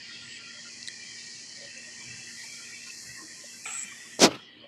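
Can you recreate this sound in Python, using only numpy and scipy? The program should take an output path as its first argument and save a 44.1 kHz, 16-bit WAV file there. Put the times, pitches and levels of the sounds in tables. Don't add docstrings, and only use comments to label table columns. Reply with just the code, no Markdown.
import sys
import numpy as np
from scipy import signal
from scipy.fft import rfft, irfft
from scipy.io import wavfile
from scipy.ndimage import uniform_filter1d

SR = 44100
rng = np.random.default_rng(int(sys.argv[2]) if len(sys.argv) > 2 else 0)


def to_linear_factor(level_db):
    exponent = np.asarray(level_db, float) / 20
    return 10 ** exponent


def digitize_waveform(pressure):
    field = np.atleast_2d(pressure).T
    bounded = np.clip(field, -1, 1)
    quanta = np.round(bounded * 32767).astype(np.int16)
    wavfile.write(sys.argv[1], SR, quanta)


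N = 205991
T = np.arange(N) / SR
KNOCK_S = 3.655
DUCK_S, DUCKED_S = 4.19, 4.26
SHUT_S, SHUT_TIME_S = 4.423, 0.089


def unit(x):
    return x / np.sqrt(np.mean(x ** 2))


def noise(size=N):
    return rng.standard_normal(size)


def colour(x, points):
    hz, db = np.transpose(points)
    f = np.maximum(np.fft.rfftfreq(N, 1 / SR), 1)
    level_db = np.interp(np.log(f), np.log(hz), db, -90, -90)
    return unit(irfft(rfft(x) * to_linear_factor(level_db), N))


def ring(x, hz, *widths_hz):
    for width in widths_hz:
        x = signal.lfilter(*signal.iirpeak(hz, hz / width, SR), x)
    return x


def high_pass(x, hz, order):
    return signal.sosfilt(signal.butter(order, hz, "high", fs=SR, output="sos"), x)


def walk(rate):
    k = int(SR / rate)
    held = np.repeat(noise(N // k + 1), k)
    return unit(uniform_filter1d(uniform_filter1d(held, k), k)[:N])


def curve(table, outside=None):
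    s, value = np.transpose(table)
    return np.interp(T, s, value, outside, outside)


def bumps_db(table):
    return sum(db * np.exp(-((T - s) / length) ** 2) for s, db, length in table)


def add(out, s, sound):
    i = int(s * SR)
    out[i:i + len(sound)] += sound[:N - i]


def patchy(x, subtract, floor_db):
    _, _, z = signal.stft(x, nperseg=1024, noverlap=512)
    power = np.abs(z) ** 2 + 1e-18
    across = uniform_filter1d(power, size=3, axis=0)
    now = uniform_filter1d(across, size=6, axis=1)
    steady = uniform_filter1d(across, size=120, axis=1)
    gain = np.clip(1 - subtract * steady / np.maximum(now, power / 100), to_linear_factor(floor_db), 1)
    y = signal.istft(z * gain, nperseg=1024, noverlap=512)[1][:N]
    return y * np.sqrt(np.mean(x ** 2) / np.mean(y ** 2))


def away():
    # time_s, turned_away (0-1)
    turns = [(0.0, 0.89), (0.1, 0.72), (0.3, 0.79), (0.63, 0.51), (0.8, 0.34), (0.93, 0.36), (1.32, 0.3),
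             (1.78, 0.26), (2.14, 0.21), (2.4, 0.07), (2.79, 0.13), (3.05, 0.01), (3.32, 0.14),
             (3.58, 0.04), (3.77, 0.04), (4.17, 0.11)]
    return np.clip(curve(turns), 0, 1)


def ducked():
    return np.interp(T, [DUCK_S, DUCKED_S], [0, 1])


def chorus_db(index):
    # steady_db, gain_turned_away_db, gain_after_skid_db, late_drift_db_per_s
    voices = [
        (-54, 2, -5, -38),
        (-59, 2, -5.5, -2),
        (-64.5, 12.5, 7.5, .1),
        (-60, 2, 0.7, 1),
    ]
    # middle_s, level_db, length_s
    swells = [
        [(0.0, 11, 0.02), (.4, -1.5, .12), (1.39, -2.5, 0.22), (1.98, -0.5, 0.11), (2.36, 5, 0.14),
         (2.87, -2.5, 0.098), (3.2, 4, 0.13), (3.66, -2.5, 0.21), (3.82, 3.5, 0.15)],
        [(0.0, 4, 0.042), (.34, 8, 0.15), (1.2, -1, 0.07), (1.8, 5, 0.17), (2.13, -2, 0.1), (2.76, 7, 0.13),
         (3.4, -4, 0.29), (3.74, 14, 0.12), (3.92, -16, 0.085)],
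        [(.13, 2.5, 0.15), (1.9, -1, 0.23), (2.45, 3.5, 0.35), (3.08, -12, 0.25), (3.66, -15, .07),
         (3.97, 2, 0.2)],
        [(.13, -1.5, 0.15), (2.05, 2.2, 0.16), (3.02, 3, 0.052), (3.71, -1.5, 0.084), (4.54, -2, 0.073)],
    ]
    steady_db, away_db, after_db, drift_db = voices[index]
    late_s = np.maximum(T - SHUT_S, 0)
    return steady_db + away_db * away() + bumps_db(swells[index]) + after_db * ducked() + drift_db * late_s


def ground():
    # pitch_hz, level_db (per Hz)
    traffic_colour = [(18, -62), (30, -30), (113, -5.5), (209, -5.5), (239, -4), (260, -8), (309, -3.5),
                      (426, -10), (579, -13), (687, -15.5), (1070, -15), (1250, -17.5), (1750, -17.5),
                      (2280, -25), (3850, -120)]
    # pitch_hz, level_db (over the traffic)
    engine_tones = [
        (118, -9.5),
        (235, -.6),
    ]
    traffic = patchy(colour(noise(), traffic_colour), subtract=0.26, floor_db=-12.0)
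    hum = sum(to_linear_factor(db + 0.49 * walk(7)) * np.sin(2 * np.pi * hz * T) for hz, db in engine_tones)
    return unit(traffic + hum) * to_linear_factor(chorus_db(index=3))


def shrill():
    # pitch_hz, level_db (per Hz)
    shrill_colour = [(2120, -61.5), (3600, -30), (3850, -36), (3950, -1.5), (4190, 3), (5390, 4),
                     (7010, 1.5), (8730, -16.5), (10000, -19), (11200, -27.5), (12700, -37), (14100, -59),
                     (15500, -48.5)]
    # pitch_hz, in pairs where neighbouring bands hand over
    edges_hz = [5050, 5500, 6900, 8800, 10000, 12200]
    # facing_db, turned_away_loss_db, bend of that loss, ducked_loss_db, shut_loss_db
    band_levels = [
        (-48.5, 1.2, 0.65, 0.5, 11),
        (-47, 13, 1.46, 18.5, 24),
        (-53.5, 17, 0.86, 23, 13),
        (-62, 50, 0.77, 24, 12),
    ]
    # middle_s, level_db, length_s
    lulls = [
        (2.05, -3, .25),
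        (3.84, -7, .06),
        (3.651, -8, .004),
    ]
    thinning_db_per_s = (3.5, 2.5, 0, 0)

    scrapes = noise() * to_linear_factor(0.7 * walk(700))
    spectrum = rfft(colour(scrapes, shrill_colour))
    f = np.fft.rfftfreq(N, 1 / SR)
    shares = [np.interp(f, edges_hz, np.repeat(row, 2)[1:-1]) for row in np.eye(4)]
    bands = [unit(irfft(spectrum * share, N)) for share in shares]

    startled = uniform_filter1d((T > KNOCK_S) * 1., size=400)
    frayed = to_linear_factor(-2.5) * patchy(bands[0], subtract=.85, floor_db=-18.0)
    bands[0] = ((1 - startled) * bands[0] + startled * frayed) * to_linear_factor(bumps_db(lulls))

    shut = 1 - np.exp(-np.maximum(T - SHUT_S, 0) / SHUT_TIME_S)
    learnt_s = np.clip(T, 2.22, DUCK_S) - 2.22
    out = 0
    for band, levels, thin_db in zip(bands, band_levels, thinning_db_per_s):
        facing_db, away_db, bend, duck_db, shut_db = levels
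        lost_db = away_db * away() ** bend + duck_db * ducked() + shut_db * shut + thin_db * learnt_s
        out = out + band * to_linear_factor(facing_db - lost_db + 0.79 * walk(5.26))
    return out


def crickets():
    # pitch_hz, width_hz, level_db; the narrowest are single clear singers
    songs = [
        [(1815, 55, -2.5), (1876, 15.3, -2.5), (1940, 145, 2.5), (1964, 10, -5), (2054, 133, -4),
         (1607, 57, -21)],
        [(2282, 62, -3.5), (2350, 20, -11), (2495, 240, 0), (2645, 12, -5.5), (2683, 99, -2.5)],
        [(2996, 250, 0.5), (3258, 125, -1), (3340, 60, -7), (3617, 89, -8)],
    ]
    fraying = [
        .35,
        .75,
        .85,
    ]
    out = 0
    for index, (group, subtract) in enumerate(zip(songs, fraying)):
        choir = 0
        for hz, width, db in group:
            song = unit(ring(noise(), hz, 1.27 * width, 1.27 * width))
            choir = choir + to_linear_factor(db + 0.85 * walk(60)) * song
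        out = out + patchy(unit(choir), subtract, floor_db=-13.5) * to_linear_factor(chorus_db(index))
    return out


def phrases():
    trills = [(0.037, -57, 2790, 0.1), (0.062, -63, 3710, 0.14), (0.06, -58.5, 3130, 0.134),
              (0.122, -59.5, 2420, 0.28), (0.206, -53, 3273, 0.13), (0.317, -56.5, 2770, 0.26),
              (0.322, -59, 3740, 0.1), (0.449, -54.5, 2406, 0.1), (0.565, -56, 3230, 0.21),
              (0.737, -56.5, 2450, 0.085), (0.975, -55, 2364, 0.25), (1.082, -62, 3090, 0.12),
              (1.199, -53, 2325, 0.12), (1.205, -62, 2799, 0.086), (1.213, -63.0, 3670, 0.104),
              (1.253, -62, 3050, 0.209), (1.37, -58.5, 2300, 0.17), (1.372, -61, 2710, 0.122),
              (1.47, -59.5, 3020, 0.089), (1.593, -58, 2282, 0.13), (1.624, -67, 3650, 0.116),
              (1.674, -59.5, 3030, 0.12), (1.787, -55.5, 2643, 0.16), (1.814, -57, 2350, 0.18),
              (1.872, -69.5, 3488, 0.23), (1.909, -62.5, 2360, 0.27), (1.98, -62, 3040, 0.14),
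              (2.088, -54.5, 2337, 0.25), (2.112, -61, 3040, 0.07), (2.169, -54, 2654, 0.27),
              (2.209, -63, 3320, 0.226), (2.37, -68, 3273, 0.29), (2.508, -51, 2320, 0.17),
              (2.565, -59, 3250, 0.22), (2.779, -56.5, 2374, 0.22), (2.839, -61, 3160, 0.12),
              (2.846, -58, 2630, 0.2), (3.054, -65.5, 3273, 0.11), (3.112, -58.5, 2627, 0.14),
              (3.257, -67.5, 3370, 0.24), (3.317, -60.5, 2411, 0.18), (3.391, -60.5, 2610, 0.11),
              (3.408, -69.0, 3030, 0.17), (3.445, -71, 3630, 0.099), (3.513, -65, 3350, 0.093),
              (3.808, -52.5, 2360, 0.26), (3.856, -58, 3095, 0.16), (3.981, -60.5, 3490, 0.16),
              (4.591, -59.5, 3080, 0.168), (4.611, -67.5, 2400, 0.116),
              (.41, -69, 1600, .08), (.88, -60.5, 3300, .14), (.63, -55.5, 1860, 0.085),
               (1.97, -57.5, 1860, .1), (3.86, -58.5, 200, 0.029), (4.06, -61.5, 1100, .025),
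               (4.12, -57, 1950, .06), (.58, -65.5, 590, 0.046), (.08, -66, 1590, .1),
               (1.09, -56.5, 3150, .08), (1.23, -64, 3720, .08), (1.7, -57, 1870, 0.29),
               (4.52, -60, 1950, .06), (1.75, -66, 1580, .08), (2.78, -65, 3500, 0.28),
               (3.72, -61, 3500, 0.093), (3.75, -52.5, 1350, .04), (3.86, -59.5, 1370, 0.046),
               (4.02, -60.5, 2600, .05), (4.11, -61, 2550, 0.13), (4.12, -60.5, 3100, 0.11),
               (4.46, -59.5, 3000, .12), (4.5, -67.5, 3900, 0.203), (4.61, -68, 4300, 0.11),
               (4.43, -69, 5500, .1), (2.02, -65, 1070, .03), (2.03, -65, 950, .03), (2.2, -64, 780, .03),
               (2.13, -63, 1600, .09), (2.29, -62, 1580, .04), (2.33, -66, 1400, .06),
               (2.54, -65, 1360, .025), (3.04, -65, 1050, .03), (3.09, -63, 1580, .05),
               (2.42, -64, 3700, .07), (2.85, -66, 3750, .1), (3.44, -65, 3750, .05), (.63, -66, 3800, .12),
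               (.15, -63, 3760, .1), (1.05, -65, 3780, .1), (1.38, -65, 3750, .12), (1.65, -65, 3750, .08),
               (3.698, -53, 780, .02), (3.715, -48, 1250, .015), (3.693, -51, 2380, .015),
               (4.15, -60, 3300, .05), (4.44, -74, 6000, .07)]
    out, t = np.zeros(N), np.arange(SR * 3 // 5) / SR - 3 / 10
    for s, db, hz, length in trills:
        air = noise((2, len(t)))
        width = 102 * (hz / 2500) ** 1.08
        song = unit(ring(air[0], hz, width, width))
        trill_db = 1.5 * unit(uniform_filter1d(air[1], size=500))
        sound = to_linear_factor(db + trill_db) * np.exp(-np.abs(t / (0.69 * length)) ** 3) * song
        early = max(int(-(s + t[0]) * SR) + 1, 0)
        add(out, s + t[early], sound[early:])
    return patchy(out, subtract=.3, floor_db=-11.5)


def peeps():
    # middle_s, level_db (peak), pitch_hz, length_s
    blips = [(0.116, -60, 1404, 0.085), (0.237, -57, 1408, 0.065), (.24, -56.5, 128.2, 0.079),
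             (0.486, -59.5, 1393, 0.36), (0.672, -57, 1405, 0.033), (1.638, -53, 560, 0.059),
             (1.782, -53.5, 519, 0.028), (1.888, -56.5, 606, 0.024), (2.122, -53, 122.9, 0.17),
             (2.45, -57.5, 907.4, 0.024), (2.609, -57, 1405, 0.047), (2.708, -56.5, 1415, 0.03),
             (2.883, -56, 1436, .03), (2.89, -62.5, 1058, 0.042), (3.097, -54, 121.2, 0.056),
             (3.203, -55.5, 1058, 0.059), (3.234, -50, 319.8, 0.043), (3.41, -66, 1050, 0.08),
             (3.446, -57, 578, 0.014), (3.547, -62, 1563, 0.04), (3.926, -57, 1142, 0.015),
             (4.584, -57.5, 313.7, 0.069), (4.647, -49, 583, 0.025), (4.632, -59.5, 1110, .03),
             (4.582, -73, 6680, 0.012), (2.885, -48.5, 2640, 0.065)]
    out, t = np.zeros(N), np.arange(SR // 5) / SR - 1 / 10
    for s, db, hz, length in blips:
        air = noise(len(t))
        wobbling_s = np.cumsum(1 + 0.011 * unit(uniform_filter1d(air, size=600))) / SR
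        tone = np.sin(2 * np.pi * hz * wobbling_s) + 0.61 * unit(ring(air, hz, 39))
        ragged_db = 3.0 * unit(uniform_filter1d(air[::-1], size=500))
        add(out, s + t[0], to_linear_factor(db + ragged_db) * np.exp(-(t / (0.66 * length)) ** 2) * tone)
    return out


def buzzer():
    # start_s, end_s, start_level_db, end_level_db, stroke_rate_hz
    buzzes = [
        (.2, 0.385, -54, -46.5, 146),
        (3.6436, 3.839, -34, -29, 144.6),
    ]
    out = 0
    for start, end, first_db, last_db, rate in buzzes:
        since = T - start
        stroke = (since * rate - 46 / 2 * since ** 2) % 1
        forward = np.exp(-((stroke - .45) / 0.18) ** 2) * to_linear_factor(1.3 * walk(rate))
        back = 0.5 * np.exp(-((stroke - .88) / 0.081) ** 2) * to_linear_factor(3.1 * walk(rate))
        pitch_hz = 7690 + 1100 * (.55 - stroke) + 90 * walk(300)
        phase = 2 * np.pi * np.cumsum(pitch_hz) / SR
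        tone = np.sin(phase) + to_linear_factor(-42.0) * np.sin(2 * phase)
        on = uniform_filter1d(((T > start) & (T < end)) * 1., size=200) * np.clip(since / 0.019, .35, 1)
        level_db = np.interp(T, [start, (start + end) / 2, end], [first_db, last_db - .5, last_db])
        out = out + to_linear_factor(level_db) * on * (forward + back) * tone
    tail = noise(SR // 8) * np.exp(-np.arange(SR // 8) / SR / .012)
    return out + to_linear_factor(-30.0) * signal.fftconvolve(out, tail)[:N]


def sparks():
    # start_s, level_db (peak), pitch_hz, width_hz
    snaps = [(.7213, -59, 11500, 900), (.8287, -30, 4300, 800), (.8287, -30, 5500, 1300),
             (.8755, -50, 10800, 1500), (.884, -50, 10800, 1500), (1.776, -32, 6300, 900),
             (1.8457, -56, 10600, 900), (2.04, -42, 5600, 900), (3.01, -72, 15400, 500),
             (3.5663, -52, 12300, 2500), (3.6462, -36, 7700, 500), (.8755, -34, 7200, 2500),
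             (3.6465, -60, 13500, 3500), (3.662, -62, 13000, 1500)]
    out, click = np.zeros(N), signal.unit_impulse(SR // 50)
    for s, db, hz, width in snaps:
        snap = ring(click, hz, width, width, 2 * width, 2 * width)
        add(out, s, to_linear_factor(db) * snap / np.abs(snap).max())
    return out


def ticks():
    # start_s, then low_db, middle_db, upper_db, high_db (peak of each ring)
    tick_events = [
        (0.8754, -45, -25.5, -33, -33),
        (0.884, -30, -24, -36, -26.5),
        (3.646, -48, -45, -43, -37),
        (4.194, -46, -45, -29, -31),
    ]
    # pitch_hz, width_hz
    tick_modes = [
        (1920, 230),
        (3950, 650),
        (6100, 900),
        (8300, 1200),
    ]
    out, t = np.zeros(N), np.arange(SR // 20) / SR
    for s, *ring_db in tick_events:
        snap = (1.2 + noise(len(t))) * np.minimum(t / 0.000099, 1) * np.exp(-t / 0.00025)
        for db, (hz, width) in zip(ring_db, tick_modes):
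            rung = ring(snap, hz, width, 2 * width, 2 * width)
            add(out, s, to_linear_factor(db) * rung / np.abs(rung).max())
    return high_pass(out, 1450, order=4)


def knock():
    # pitch_hz, level_db, t60_s, width_hz
    knock_modes = [(453, -10, 0.15, 66), (791, -5.5, 0.45, 130), (1316, -1, 0.45, 200), (1720, -7, .3, 160),
                   (2300, -5, 0.45, 350), (3050, -4.5, 0.39, 300), (3530, -11, .3, 150)]
    t = np.arange(SR) / SR
    body = 0
    for hz, db, t60, width in knock_modes:
        body = body + to_linear_factor(db) * unit(ring(noise(SR), hz, width, width)) * 1000 ** (-t / t60)
    scattered = patchy(unit(ring(noise(), 2300, 1300, 2413)), subtract=.6, floor_db=-12)[:SR]
    echoes = to_linear_factor(-2.5) * scattered * 1000 ** (-t / 1.9)
    strike_hz = 2460 - 22000 / 2 * np.minimum(t, .03)
    strike = to_linear_factor(-25.5) * np.sin(2 * np.pi * strike_hz * t) * 1000 ** (-t / 0.045)
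    out = np.zeros(N)
    add(out, KNOCK_S, to_linear_factor(-29 - 14.0) * (body + echoes) * (1 - np.exp(-t / .002)))
    add(out, KNOCK_S, strike * (1 - np.exp(-t / 0.0017)))
    return out


def finger_jolts():
    # start_s, level_db (peak)
    slips = [(4.193, -20.5), (4.2034, -26.5), (4.206, -24), (4.2125, -21), (4.217, -10.5), (4.2223, -10),
             (4.2278, -12.5), (4.2316, -12.5), (4.236, -11), (4.239, -8.5), (4.2436, -5), (4.2491, -10.5),
             (4.2548, -11.5), (4.261, -16), (4.267, -13), (4.2731, -15), (4.2765, -21.5), (4.28, -25.5),
             (4.2826, -26), (4.2867, -27.5), (4.29, -28), (4.313, -33), (4.332, -35), (4.349, -34),
             (4.363, -36)]
    # pitch_hz, width_hz, level_db
    case_modes = [
        (168, 160, -10),
        (340, 260, 4),
        (574, 305, -2),
    ]
    t = np.arange(SR // 20) / SR
    push = np.exp(-((t - .0006) / 0.00035) ** 2)
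    thump = sum(to_linear_factor(db) * unit(ring(push, hz, width)) for hz, width, db in case_modes)
    thump = high_pass(thump, 150, order=3)
    jolts, pump = np.zeros(N), np.zeros(N)
    for s, db in slips:
        add(jolts, s, to_linear_factor(db) * thump / np.abs(thump).max())
        add(pump, s, np.exp(-t / 0.0013))
    return jolts, pump


def rattle():
    # pitch_hz, level_db (per Hz)
    rattle_colour = [(35, -43), (60, -19.5), (120, 5), (448, -0.5), (895, -8.5), (1240, -3), (1710, -13),
                     (2980, -6), (4950, -17), (5820, -24), (15600, -42.5)]
    start_s, end_s, hold_s, fall_db_per_s = 4.28, 4.5, 0.078, 269.5
    fall_db = fall_db_per_s * np.maximum(T - start_s - hold_s, 0)
    level_db = np.maximum(-40 - fall_db, -68)
    loose = patchy(colour(noise(), rattle_colour), subtract=.5, floor_db=-13)
    return loose * to_linear_factor(level_db + 2.0 * walk(90)) * ((T > start_s) & (T < end_s))


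def skid():
    # time_s, level_db (finger pressure under its peak)
    pressure = [
        (4.18, -72),
        (4.19, -21),
        (4.237, -0.7),
        (4.252, 0),
        (4.272, -7),
        (4.286, -17),
        (4.3, -36),
    ]
    # pitch_hz, level_db (per Hz)
    thud_colour = [(24, -70), (40, -43), (125, -8), (335, 8), (423, -1), (628, 4.5), (840, -15), (890, -12),
                   (1300, -4), (1690, -28), (2860, -120)]
    # pitch_hz, level_db (per Hz)
    scrape_colour = [(590, -4), (1000, -3.5), (1120, -13), (1480, -5), (1740, -9), (1990, -4.5), (2650, -7),
                     (3750, -4.5), (4200, -3), (5540, -3), (6000, -2), (15600, -36.5)]
    # time_s, share of treble added
    bite = [
        (4.193, 1.4),
        (4.21, 1.6),
        (4.235, -0.14),
        (4.255, -0.31),
        (4.285, -.7),
    ]
    pressure_db = curve(pressure, outside=-120)
    jolts, pump = finger_jolts()
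    rumble = colour(noise(), thud_colour) * to_linear_factor(-19.5 + pressure_db)
    scrape_db = -14.5 + 1.51 * np.interp(T + 0.0044, T, pressure_db)
    scrape = colour(noise(), scrape_colour) * (1 + 0.3 * pump)
    scrape = scrape + curve(bite) * ring(scrape, 8000, 9000)
    return jolts + rumble + scrape * to_linear_factor(scrape_db) * (T > 4.193) + rattle()


def scene():
    background = ground() + shrill() + crickets() + phrases() + peeps()
    return (background + buzzer() + sparks() + ticks() + knock() + skid())[None]


def gate(x):
    # start_s, end_s, level_db (threshold change that lets more through)
    eased = [
        (3.56, 3.86, -15),
        (4.185, 4.45, -14),
    ]
    f, s, z = signal.stft(x, SR, nperseg=1024, noverlap=512)
    power = uniform_filter1d(uniform_filter1d(np.abs(z) ** 2, size=5, axis=0), size=4, axis=1)
    level_db = 10 * np.log10(power + 1e-18)
    limit_db = -90.5 + sum(db * (s > start) * np.clip((end - s) / .04 + .5, 0, 1) for start, end, db in eased)
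    closed = (1 - np.tanh((level_db - limit_db) / 1.5)) / 2 * (f > 5300)[:, None]
    return signal.istft(z * to_linear_factor(-9.5 * closed), nperseg=1024, noverlap=512)[1][:N]


def roll_off(x):
    return signal.sosfilt(signal.butter(12, 15710, fs=SR, output="sos"), x)


def record(dry):
    hiss = to_linear_factor(-85) * unit(ring(noise(), 6500, 3000))
    rounded = 0.92 * np.tanh((gate(dry[0]) + hiss) / 0.9)
    heard = high_pass(rounded, 45, order=3)[None]
    return roll_off(heard)


dry = scene()
out = record(dry)
digitize_waveform(out)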